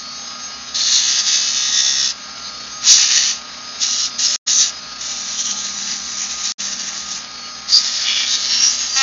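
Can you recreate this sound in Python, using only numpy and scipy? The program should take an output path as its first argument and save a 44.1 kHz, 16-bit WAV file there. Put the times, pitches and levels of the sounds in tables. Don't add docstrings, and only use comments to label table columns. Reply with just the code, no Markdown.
import sys
import numpy as np
from scipy import signal
from scipy.fft import rfft, irfft, next_fast_len
from scipy.io import wavfile
from scipy.ndimage import uniform_filter1d, map_coordinates

SR = 44100
rng = np.random.default_rng(int(sys.argv[2]) if len(sys.argv) > 2 else 0)


def to_wav(sig):
    pcm = np.clip(np.atleast_2d(sig), -1, 1) * 32767
    pcm = np.round(pcm).astype(np.int16)
    wavfile.write(sys.argv[1], SR, pcm.T)


N = 397782
TIME = np.arange(N) / SR
IDLE_HZ = 67.3

# frequency in Hz, level in dB.
MAINS_HUM = [(59.9, -61.5), (119.8, -65.5), (240.1, -53.5), (300.1, -66.5), (720, -66.5), (840, -69),
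             (1080, -57.5), (1200, -57.5)]
# frequency at idle in Hz, level in dB.
SHAFT_TONES = [(67.3, -65.5), (134.6, -67), (149.5, -65), (179.5, -67), (201.9, -58), (209.5, -70.5),
               (269.2, -61), (277.2, -64), (412, -67), (606, -58.5), (623.5, -65.5), (683.5, -67.5),
               (765, -64), (803, -58), (872, -65), (938, -71), (1130, -57.5), (1610, -56.5), (1647, -53.5),
               (2304, -57)]
# frequency in Hz, level in dB, both at idle.
MOTOR_NOTES = [(1248.7, -42.5), (1368.7, -48.5)]
# frequency at idle in Hz, relative level in dB.
WHINE_TONES = [(2912, -57), (3230, -56), (3472, -57), (3623, -55), (3790, -50), (3871, -52), (4113, -52),
               (4188, -50), (4506, -54), (4748, -49), (4829, -48), (4904, -51), (4985, -55), (5066, -44),
               (5146, -52), (5383, -54), (5464, -52), (5706, -54), (5787, -54), (6024, -50), (6105, -53),
               (6347, -51), (6417, -44)]
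# frequency in Hz, relative spectral level in dB.
WHIR_SPECTRUM = [(20, -46.5), (40, -27.5), (58, -19.5), (90, -24), (138, -16.5), (171, -20.5), (233, -11.5),
                 (310, -20), (720, -13), (950, -14.5), (1450, -11.5), (3300, -12), (5000, -5.5),
                 (5500, -11), (6750, -12), (7300, -35), (8000, -58.5)]
# start, end, attack and release in seconds, base hiss level
# in dB, low rasp and top edge in dB relative to the hiss, share (0-1) of the friction that repeats
PASSES = [ (0.743, 2.128, .006, 0.034, -16.5, -14, -3.5, 0.89, .37),
          (2.81, 3.403, 0.073, 0.22, -12.5, -10, -3, 0.5, 0.29),
          (3.779, 4.115, 0.064, .075, -19, -15.5, -3.5, 0.4, 0.074),
          (4.181, 4.403, 0.014, .02, -16.5, -15, -2, .5, .08),
          (4.458, 4.717, .025, 0.036, -16.5, -15.5, -2.5, .5, 0.12),
          (4.977, 6.568, 0.094, .02, -24.5, -14.5, -2, 0.33, .48),
          (6.565, 7.239, .02, .07, -26.5, -12, -2, .12, 0.38),
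          (7.676, 9.2, 0.022, .02, -19, -14, -6, 0.59, .32), ]
# middle and length in seconds,
# then the changes of level, low rasp and top edge in dB.
LEANS = [ (0.752, .07, -4, -4.5, -3.5), (0.835, .08, 3.5, -5, -2.5), (0.944, 0.086, 5.5, -4, -.5),
         (1.05, 0.11, 2.5, 0, .5), (1.56, 0.11, -4.5, 1, 0.5), (2.055, .13, -1, -0.5, -1),
         (2.925, .11, 3.8, -8.5, 0.5), (3.182, 0.066, 2.5, 1, .5), (4.285, 0.074, 3, -3, -3),
         (4.57, 0.11, 4, -8, 1.5), (5.406, .04, 6, 1, 1), (5.485, .07, 3.5, 5, 1),
         (5.907, 0.082, 2.5, 4, -1), (6.22, 0.064, 8, 0.5, 1.5), (6.497, 0.15, 4.5, 1, -0.5),
         (6.875, 0.15, 3.5, 0, 0.5), (7.135, .06, 4, -3.5, 0), (7.753, 0.077, 13.5, -14, -8),
         (8.106, 0.13, 3.5, 9.5, -2), (8.219, .12, 1, 8, -1.5), (8.54, 0.11, 2.5, 1.5, -3.5),
         (8.665, 0.11, 8, -3.5, 3.5), (8.822, 0.24, 0, 1, 4), (8.997, 0.095, 5, -4, 2.5), ]
# frequency in Hz, relative spectral level in dB.
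PAPER_SPECTRUM = [(300, -32), (420, -36.5), (800, -17.5), (1200, -15), (1500, -14.5), (1850, -7),
                  (2200, -12), (2950, -6.5), (3200, -9), (3550, -4.5), (6200, 0), (6800, -3.5), (7250, -19),
                  (7600, -29.5)]
# start and end in seconds, centre and width in Hz, relative lift in dB.
PAPER_RESONANCES = [(0.738, 1.1, 3710, 300, 6.5), (0.74, 1.1, 4270, 220, 10.5),
                    (1.105, 1.497, 6170, 160, 4.5), (1.213, 2.14, 3660, 109, 5.5),
                    (1.522, 2.104, 3535, 90, 11), (1.62, 2.02, 1960, 347, 7.5),
                    (1.612, 2.02, 5740, 400, 3.5), (3.12, 3.257, 1970, 150, 10),
                    (3.126, 3.238, 2820, 250, 7.5), (3.84, 4.08, 2960, 100, 12),
                    (3.83, 4.08, 4030, 160, 4.5), (4.205, 4.36, 2980, 120, 7), (4.2, 4.36, 4080, 160, -1.5),
                    (4.258, 4.33, 5180, 220, 12.5), (4.49, 4.7, 2643, 160, 3.5), (4.48, 4.7, 3860, 350, 3),
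                    (4.48, 4.7, 6100, 179, 6.5), (5.349, 5.646, 3130, 300, 13),
                    (5.503, 5.9, 3980, 248, 6.5), (7.69, 7.818, 4710, 336, 17), (8.041, 8.3, 2370, 120, 12),
                    (8.043, 8.29, 2860, 119, 11), (8.038, 8.29, 3410, 170, 15.5),
                    (8.257, 8.44, 3740, 250, 8.5), (8.3, 8.844, 2824, 59.6, 5.5),
                    (8.366, 8.62, 4320, 453, 4), (8.471, 8.65, 5534, 90, 14.5),
                    (8.59, 8.715, 5710, 222, 19), (8.773, 8.886, 6540, 350, 19),
                    (8.887, 8.99, 4725, 200, 22)]
# middle and length in seconds, lift in dB.
SNAGS = [(0.748, 0.0071, 1.5), (4.205, .004, 1.5), (5.014, 0.0096, 10), (6.608, 0.028, 5.5),
         (6.726, 0.032, 5), (7.73, 0.013, 2)]
# time in seconds, level in dB.
DRONE_LEVELS = [(4.9, -75), (5.2, -55.5), (5.6, -51), (5.95, -49.5), (6.15, -54), (6.6, -54), (6.9, -51),
                (7.15, -52), (7.3, -75)]
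# frequency at idle in Hz, relative level in dB.
DRONE_PARTIALS = [(201.9, 0), (336.5, -11), (807.6, -5), (874.9, -5)]
# time in seconds, level in dB.
CHATTER_LEVELS = [(8.945, -65), (8.965, -23.5), (8.99, -21.5), (9.02, -15)]
# multiple of the slip rate, relative level in dB.
CHATTER_PARTIALS = [(2, -21), (3, -5), (4, -7), (5, -1), (6, -9), (7, 1.5), (8, -5), (9, -1.5), (10, 0),
                    (11, -2), (12, -8), (14, -7), (16, -4)]
DROPOUTS = [(4.361, 4.462), (6.521, 6.581)]


def amp(db):
    return 10 ** (np.asarray(db) / 20)


def unit_rms(x):
    return x / np.sqrt(np.mean(x ** 2) + 1e-20)


def envelope(rows):
    return amp(np.interp(TIME, *np.transpose(rows)))


def spectrum_gain(rows, hz):
    row_hz, db = np.transpose(rows)
    return amp(np.interp(np.log(hz + 1), np.log(row_hz + 1), db))


def drift(per_s):
    knots = rng.standard_normal(2048)
    return unit_rms(np.interp(TIME * per_s, np.arange(len(knots)), knots))


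def hump(offset_s, length_s):
    return np.exp(-np.abs(2 * offset_s / length_s) ** 3)


def spindle_speed(inertia_s=0.1993):
    drag = sum(sag * ((TIME > start) & (TIME < end)) for start, end, *_, sag in PASSES)
    keep = np.exp(-1 / (inertia_s * SR))
    return IDLE_HZ - signal.lfilter([1 - keep], [1, -keep], drag)


def tones(rows, clock, waver_rad, flutter_db, wavers_per_s=18):
    sound = np.zeros(N)
    for hz, db in rows:
        gain = amp(db + flutter_db * drift(13))
        phase = 2 * np.pi * (hz * clock + rng.random()) + waver_rad * drift(wavers_per_s)
        sound += gain * np.sin(phase)
    return np.sqrt(2) * sound


def motor_whine(clock, whistle_hz=4430, first_crest_s=.08, beat_s=2.46):
    from_crest_s = (TIME - first_crest_s + beat_s / 2) % beat_s - beat_s / 2
    swell_db = 8 * hump(from_crest_s, length_s=.26)
    whistle = tones([(whistle_hz, -45)], clock, waver_rad=.6, flutter_db=2.2) * amp(swell_db)
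    cluster = tones(WHINE_TONES, clock, waver_rad=0.66, flutter_db=4.5)
    shared_db = 0.06 * (swell_db - np.mean(swell_db)) + 1.5 * drift(29)
    return whistle + cluster * amp(shared_db - 1)


def lathe(turns, speed):
    clock = turns / IDLE_HZ
    load = np.clip((IDLE_HZ - speed) / 0.65, 0, 1)
    hum = tones(MAINS_HUM, TIME, waver_rad=0.078, flutter_db=-2.5)
    shafts = tones(SHAFT_TONES, clock, waver_rad=0.12, flutter_db=3.0)
    motor = tones(MOTOR_NOTES, clock, waver_rad=.1, flutter_db=2.05)
    return hum + shafts + motor * amp(-3 * load) + motor_whine(clock) * amp(-7 * load)


def worn_surface(turns, lasting_turns, size=660):
    keep = np.exp(-1 / lasting_turns)
    rings = signal.lfilter([1], [1, -keep], rng.standard_normal((size, size)), axis=0)
    return unit_rms(map_coordinates(rings.ravel(), [turns * size], order=3))


def whir(turns, level_db=-34.5, rattle_db=1.5, repeat_share=0.18):
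    fresh = np.sqrt(1 - repeat_share) * rng.standard_normal(N)
    repeating = np.sqrt(repeat_share) * worn_surface(turns * 4 / 9, lasting_turns=12)
    rattling = (fresh + repeating) * amp(rattle_db * drift(150))
    size = next_fast_len(N)
    colour = spectrum_gain(WHIR_SPECTRUM, np.fft.rfftfreq(size, 1 / SR))
    air = irfft(rfft(rattling, size) * colour, size)[:N]
    return amp(level_db) * unit_rms(air)


def hand(ease_db_per_s=0.32, first_touch_share=0.23, bed_in_s=0.47, loosen_s=0.13):
    gain, rasp_db, edge_db, steady = np.zeros((4, N))
    for start, end, attack, release, level_db, pass_rasp_db, pass_edge_db, bedded_share, _ in PASSES:
        age = np.maximum(TIME - start, 0)
        contact = np.clip(np.minimum(age / attack, (end - TIME) / release), 0, 1)
        gain += contact * amp(level_db - ease_db_per_s * age)
        begun = TIME > start - .02
        rasp_db[begun], edge_db[begun] = pass_rasp_db, pass_edge_db
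        seated = (1 - np.exp(-age / bed_in_s)) * np.clip((end - TIME) / loosen_s, 0, 1)
        steady = np.where(begun, first_touch_share + (bedded_share - first_touch_share) * seated, steady)
    for at, length, lift_db, more_rasp_db, more_edge_db in LEANS:
        lean = hump(TIME - at, length)
        gain *= amp(lift_db * lean)
        rasp_db += more_rasp_db * lean
        edge_db += more_edge_db * lean
        steady -= 0.01 * max(more_rasp_db, 0) * lean
    return gain, rasp_db, edge_db, np.clip(steady, 0, 1)


def friction(turns, steady, bumps_db=1.56, runout_db=1.0, tremble_db=1.82):
    scrapes = np.array([worn_surface(turns, lasting_turns=28), rng.standard_normal(N)])
    high_spots = np.sqrt(steady) * worn_surface(turns, lasting_turns=6.7)
    stray_bumps = np.sqrt(1 - steady) * rng.standard_normal(N)
    bumps = unit_rms(uniform_filter1d(high_spots + stray_bumps, size=60))
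    runout = steady * np.sin(2 * np.pi * turns)
    pressure_db = bumps_db * bumps + runout_db * runout + tremble_db * drift(35)
    return unit_rms(scrapes * amp(pressure_db))


def hand_echoes(t, hz, depth_db=2.5, spacing_hz=80, shifts_per_s=2.53):
    field = rng.standard_normal((512, 64))
    grid = np.meshgrid(hz / spacing_hz, t * shifts_per_s, indexing="ij")
    return amp(depth_db * map_coordinates(field, grid, order=1))


def singing_paper(t, hz, fade_s=0.039):
    shape = spectrum_gain(PAPER_SPECTRUM, hz)[:, None] * hand_echoes(t, hz)
    for start, end, centre_hz, width_hz, lift_db in PAPER_RESONANCES:
        held = np.clip(np.minimum(t - start, end - t) / fade_s, 0, 1)
        detuning = 2 * (hz[:, None] - centre_hz) / width_hz
        shape *= 1 + (amp(lift_db) - 1) * held / (1 + detuning ** 2)
    return shape


def paper_colour(t, hz, rasp_db, edge_db):
    shape = singing_paper(t, hz)

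    def band_gain(low_hz, high_hz, power):
        band = shape[(hz > low_hz) & (hz < high_hz)]
        return np.sqrt(power / (band ** 2).sum(0) * len(hz))

    edge_share = np.clip(amp(edge_db) ** 2, .03, .95)
    rasp = band_gain(1400, 3200, amp(rasp_db) ** 2)
    middle = band_gain(3300, 5600, 1 - edge_share)
    top = band_gain(5600, 7500, edge_share)
    above_rasp = np.clip((hz[:, None] - 3300) / 410 + .5, 0, 1)
    above_middle = np.clip((hz[:, None] - 5600) / 400 + .5, 0, 1)
    upper = middle * (1 - above_middle) + top * above_middle
    return shape * (rasp * (1 - above_rasp) + upper * above_rasp)


def sanding(turns):
    gain, rasp_db, edge_db, steady = hand()
    hz, t, (repeating, fresh) = signal.stft(friction(turns, steady), SR, nperseg=1024, noverlap=768)
    share = np.interp(t, TIME, steady) ** ((hz[:, None] / 5000) ** 0.35)
    scrape = np.sqrt(share) * repeating + np.sqrt(1 - share) * fresh
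    colour = paper_colour(t, hz, np.interp(t, TIME, rasp_db), np.interp(t, TIME, edge_db))
    low_cut = spectrum_gain([(600, -5), (1250, -4), (1650, -0.5)], hz)[:, None]
    hiss = signal.istft(scrape * colour * low_cut, SR, nperseg=1024, noverlap=768)[1][:N]
    snag_db = sum(lift_db * np.exp(-(2 * (TIME - at) / length) ** 2) for at, length, lift_db in SNAGS)
    return hiss * gain * amp(snag_db)


def spindle_drone(turns):
    drone = tones(DRONE_PARTIALS, turns / IDLE_HZ, waver_rad=.75, flutter_db=2.2, wavers_per_s=45)
    return drone * envelope(DRONE_LEVELS)


def chatter(turns, slips_per_turn=4, jitter_cycles=0.0059):
    slips = slips_per_turn * turns + jitter_cycles * drift(200)
    tone = sum(amp(db) * np.cos(2 * np.pi * (k * slips + rng.random())) for k, db in CHATTER_PARTIALS)
    return unit_rms(tone) * envelope(CHATTER_LEVELS) * (TIME > CHATTER_LEVELS[0][0])


def scene():
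    speed = spindle_speed()
    turns = np.cumsum(speed) / SR
    mono = sanding(turns) + chatter(turns) + lathe(turns, speed) + spindle_drone(turns) + whir(turns)
    return np.array([mono, mono])


def record(dry, fade_in_s=0.017, ceiling=.88, cutoff_hz=7500):
    live = np.ones(N)
    for start, end in DROPOUTS:
        fall_db = np.interp(TIME - start, [0, .002, .015, .03], [0, -31, -38, -90])
        fade_in = np.clip((TIME - end) / fade_in_s, 0, 1)
        live *= np.maximum(amp(fall_db), fade_in)
    heard = dry * live
    rounded = heard / (1 + (heard / ceiling) ** 8) ** (1 / 8)
    low_pass = signal.firwin(511, cutoff_hz, window=("kaiser", 9), fs=SR)
    return signal.oaconvolve(rounded, low_pass[None], "same")


dry = scene()
out = record(dry)
to_wav(out)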